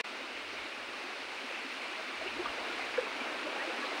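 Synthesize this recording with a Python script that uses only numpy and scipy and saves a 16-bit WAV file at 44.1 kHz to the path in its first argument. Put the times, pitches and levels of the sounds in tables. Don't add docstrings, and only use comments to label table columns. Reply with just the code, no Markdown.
import sys
import numpy as np
from scipy import signal
from scipy.fft import rfft, irfft
from scipy.io import wavfile
from scipy.ndimage import uniform_filter1d

SR = 44100
rng = np.random.default_rng(int(sys.argv[2]) if len(sys.argv) > 2 else 0)


def dump(signal):
    limited = np.clip(np.atleast_2d(signal).T, -1, 1)
    pcm = np.round(limited * 32767).astype(np.int16)
    wavfile.write(sys.argv[1], SR, pcm)


N = 176400

# frequency in Hz, relative level in dB.
RUMBLE_COLOUR = [(15, -17), (28, -17), (45, -1), (70, -4), (115, -2.5), (150, -9.5), (220, -43), (600, -80)]
# time in seconds, relative level in dB.
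RUMBLE_RIDE = [(0.06, -80.5), (0.66, -73), (0.68, -87), (0.81, -73), (1.15, -85), (1.23, -74),
               (1.32, -80.5), (2.02, -80), (2.09, -86), (2.17, -72.5), (2.5, -63.5), (2.54, -72.5),
               (3.9, -81.5), (4.0, -84)]
# start in seconds, pitch in Hz, relative peak in dB,
# attack in seconds, decay time in seconds.
AIR_POCKETS = [(.203, 543, -44, .0066, 0.004), (.235, 336, -46, .008, .009), (.53, 396, -49, .008, .009),
               (.648, 330, -47, .008, .009), (.936, 1184, -43, 0.0053, 0.0078),
               (1.04, 360, -45, .008, 0.0091), (1.39, 2260, -41.5, .0045, .006),
               (1.435, 265, -49.5, 0.011, .010), (1.506, 515, -45, .005, 0.008),
               (1.643, 262, -45.5, 0.0096, 0.015), (1.975, 639, -44.5, .02, .02),
               (2.208, 649, -41.5, 0.0088, 0.019), (2.256, 381, -41.5, .01, 0.0099),
               (2.386, 356, -34, 0.019, 0.011), (2.454, 1184, -35.5, 0.0078, .007),
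               (2.695, 343, -42, 0.0079, 0.0069), (2.698, 1394, -43, .005, .0092),
               (2.79, 743, -39, 0.0061, 0.0088), (2.975, 1660, -41, .0044, .0045),
               (2.978, 499, -24, 0.011, 0.0059), (3.007, 490, -40, .0043, .0093),
               (3.025, 432, -39.5, 0.012, .0076), (3.066, 1070, -41.5, 0.0098, .01),
               (3.2, 2346, -38, 0.011, 0.011), (3.206, 266, -43, 0.013, 0.0084),
               (3.441, 309, -42.5, 0.012, 0.017), (3.464, 588, -37.5, .007, .0075),
               (3.561, 830, -38.5, .0052, .005), (3.602, 1905, -40, 0.0074, .009),
               (3.634, 620, -41.5, .016, .008), (3.672, 332, -38.5, 0.0082, .016),
               (3.693, 501, -38.5, 0.0095, 0.0095), (3.788, 298, -40.5, 0.0052, 0.016),
               (3.815, 1136, -43.5, 0.026, 0.022), (3.827, 1670, -38, 0.0055, 0.0086),
               (3.838, 527, -40.5, .0093, 0.015), (3.916, 653, -37, .0058, 0.0045),
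               (3.94, 312, -41.5, 0.01, 0.0057)]
# start in seconds, centre in Hz,
# width in octaves, relative level in dB, time to the crest in seconds.
STONE_SPLASHES = [(.34, 2500, .5, -52, .03), (.505, 4500, 0.65, -56.5, 0.028), (.55, 2500, .5, -49.5, .03),
                  (1.169, 3320, 1.1, -55, .035), (1.5, 2340, 0.43, -47.5, .055),
                  (1.86, 2430, 0.62, -49.5, 0.057), (2.255, 2550, 0.44, -44.5, 0.022),
                  (2.449, 1218, 0.88, -41, 0.0099), (2.44, 2720, .7, -48, .025),
                  (2.57, 650, 1.5, -48, .025), (2.785, 2300, 0.44, -46.5, 0.024),
                  (2.962, 1360, .9, -42.5, .018), (3.058, 1000, 0.52, -45, 0.013),
                  (3.185, 2540, 0.43, -48.5, 0.023), (3.265, 1820, 0.21, -46.5, 0.012),
                  (3.465, 450, 1.14, -47, 0.028), (3.53, 500, 1.15, -46.5, .025),
                  (3.578, 1790, .35, -45.5, 0.021), (3.598, 700, 0.83, -45.5, 0.026),
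                  (3.75, 460, 0.49, -47, 0.018), (3.825, 3020, 1.14, -51, 0.031)]
# lowest and highest pitch in Hz, bubbles per second, mean cycles to fall
# by 1/e, spread of strength in dB, level against the wash in dB.
BUBBLE_SWARMS = [(217.5, 796, 230, 2.87, 2.5, -2), (803, 3000, 520, 7.8, 2.5, -7.5),
                 (3016, 6000, 800, 13, 0.5, -8.5), (5900, 15500, 700, 12.5, 3.5, -8.5)]
# frequency in Hz, relative level in dB.
WATER_COLOUR = [(100, -55), (160, -35), (200, -14.5), (250, -3.5), (330, -2.5), (400, -3.5), (500, -2.5),
                (630, -3.4), (1000, -4), (1400, -2), (1850, -3), (2350, 1), (2800, -1.5), (3200, -7),
                (4200, -8.5), (5500, -16.5), (7400, -25.5), (8800, -25), (10500, -31.5), (12500, -42.5),
                (14000, -41.5), (15600, -34.5)]
# time in seconds, relative level in dB.
WATER_RIDE = [(0.06, -45.7), (0.28, -46.5), (0.6, -46.5), (1.05, -46.2), (1.4, -45.5), (1.68, -46),
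              (1.84, -44.5), (2.2, -44.5), (2.38, -44), (2.55, -43), (2.8, -43), (3.37, -43), (3.7, -42.5),
              (4.0, -42)]
# frequency in Hz, gain in dB.
RAPIDS_EQ = [(200, 1), (300, 2.5), (450, 0.5), (650, 2.5), (1000, 1.6), (1500, 1), (2400, -2.3),
             (4000, -2.5), (14000, -2.6)]
# time in seconds, share of the rapids EQ from 0 to 1.
MIC_TURN = [(0, 0.35), (1.1, 0.34), (1.7, 0.14), (2.1, 0.6), (2.4, 0.58), (2.9, 0.6), (3.3, 1),
            (3.65, 0.82), (4.0, 0.83)]
# time in seconds, gain in dB.
OPENING_DIP = [(.012, 12), (.015, -14), (.03, -40), (.036, -25), (.044, 3)]

BUBBLE_RISE, PLOP_RISE = 0.028, 0.012
BUBBLE_ATTACK = 0.28


def amp(db):
    return 10 ** (np.asarray(db) / 20)


def unit(x):
    return x / np.sqrt(np.mean(x ** 2) + 1e-20)


def at_hz(points, hz):
    f, value = np.transpose(points)
    return np.interp(np.log(hz + 1), np.log(f + 1), value)


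def at_time(points, t):
    return np.interp(t, *np.transpose(points))


def add(mix, start_s, sound):
    part = mix[max(round(start_s * SR), 0):][:len(sound)]
    part += sound[:len(part)]


def drift(shape, size):
    noise = rng.standard_normal(shape)
    for axis, width in enumerate(size):
        for _ in range(2):
            noise = uniform_filter1d(noise, width, axis, mode="wrap")
    return unit(noise)


def rumble(trim_db=0.5):
    colour = amp(at_hz(RUMBLE_COLOUR, np.fft.rfftfreq(N, 1 / SR)))
    noise = irfft(rfft(rng.standard_normal(N)) * colour, N)
    return unit(noise) * amp(trim_db + at_time(RUMBLE_RIDE, np.arange(N) / SR))


def bubble(hz, attack_s, decay_s, rise):
    t = np.arange(0, attack_s + 5 * decay_s, 1 / SR)
    attack = np.sin(np.pi / 2 * np.minimum(t / attack_s, 1))
    tail = np.exp(-np.maximum(t - attack_s, 0) / decay_s)
    glide = 1 + rise * (t - attack_s) / decay_s
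    return attack * tail * np.sin(2 * np.pi * hz * np.cumsum(glide) / SR)


def plops():
    out = np.zeros(N)
    for start_s, hz, db, attack_s, decay_s in AIR_POCKETS:
        add(out, start_s, amp(db) * bubble(hz, attack_s, decay_s, PLOP_RISE))
    return out


def splashes(spray_share=0.65, bubbles_per_s=900, decay_cycles=6.5):
    out = np.zeros(N)
    t = np.arange(SR // 3) / SR
    for start_s, hz, octaves, db, crest_s in STONE_SPLASHES:
        band = hz * 2 ** (octaves * np.array([-.5, .5]))
        bandpass = signal.butter(3, band, "bandpass", fs=SR, output="sos")
        spray = signal.sosfilt(bandpass, rng.standard_normal(len(t)))
        draws = rng.random((1000, 2))
        cloud = np.zeros(len(t))
        for when, pitch in draws[:int(bubbles_per_s * t[-1])]:
            ring_hz = band[0] + pitch * (band[1] - band[0])
            decay_s = decay_cycles / ring_hz
            add(cloud, when * t[-1], bubble(ring_hz, BUBBLE_ATTACK * decay_s, decay_s, BUBBLE_RISE))
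        swell = (t / crest_s * np.exp(1 - t / crest_s)) ** 2
        blend = unit(spray_share * unit(spray) + (1 - spray_share) * unit(cloud))
        add(out, start_s, amp(db) * swell * blend)
    return out


def swarm(low_hz, high_hz, per_s, cycles, spread_db, level_db):
    draws = rng.random((6000, 4))
    out = np.zeros(N)
    for when, pitch, strength, damping in draws[:int(per_s * N / SR)]:
        hz = low_hz + pitch * (high_hz - low_hz)
        decay_s = cycles * (.5 + damping) / hz
        accent_db = spread_db * min(-np.log(1 - strength), np.pi)
        gain = amp(accent_db) / np.sqrt(decay_s)
        add(out, when * N / SR, gain * bubble(hz, BUBBLE_ATTACK * decay_s, decay_s, BUBBLE_RISE))
    band_share = (high_hz - low_hz) / (SR / 2)
    return amp(level_db) * unit(out) * np.sqrt(band_share)


def rushing_water(patch_db=0.43, surge_db=0.28, flicker_db=0.09, trim_db=-0.84,
                  hiss_hz=2000, low_cut_hz=185):
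    wash = rng.standard_normal(N)
    bubbles = sum(swarm(*row) for row in BUBBLE_SWARMS)
    hz, t, spectrum = signal.stft(wash + bubbles, SR, nperseg=1024, noverlap=768)
    churn_db = patch_db * drift(spectrum.shape, size=(9, 6))
    churn_db += surge_db * drift((1, len(t)), size=(1, 14))
    churn_db += flicker_db * drift((1, len(t)), size=(1, 2))
    power = 1 + sum(amp(db) ** 2 * ((hz >= low) & (hz < high)) for low, high, *_, db in BUBBLE_SWARMS)
    colour = amp(at_hz(WATER_COLOUR, hz))
    hiss_power = np.mean(colour ** 2 * (hz > hiss_hz))
    colour /= np.sqrt(hiss_power * power)
    turn_db = at_hz(RAPIDS_EQ, hz)[:, None] * at_time(MIC_TURN, t)
    gain = amp(trim_db + at_time(WATER_RIDE, t) + turn_db + churn_db)
    rush = signal.istft(spectrum * colour[:, None] * gain, nperseg=1024, noverlap=768)[1][:N]
    return signal.sosfilt(signal.butter(10, low_cut_hz, "highpass", fs=SR, output="sos"), rush)


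def scene():
    return np.tile(rushing_water() + splashes() + plops() + rumble(), (2, 1))


def record(dry):
    dipped = dry * amp(at_time(OPENING_DIP, np.arange(N) / SR))
    high_cut = signal.firwin(511, cutoff=15800, window=("kaiser", 9), fs=SR)
    return signal.oaconvolve(dipped, high_cut[None], "same")


dry = scene()
out = record(dry)
dump(out)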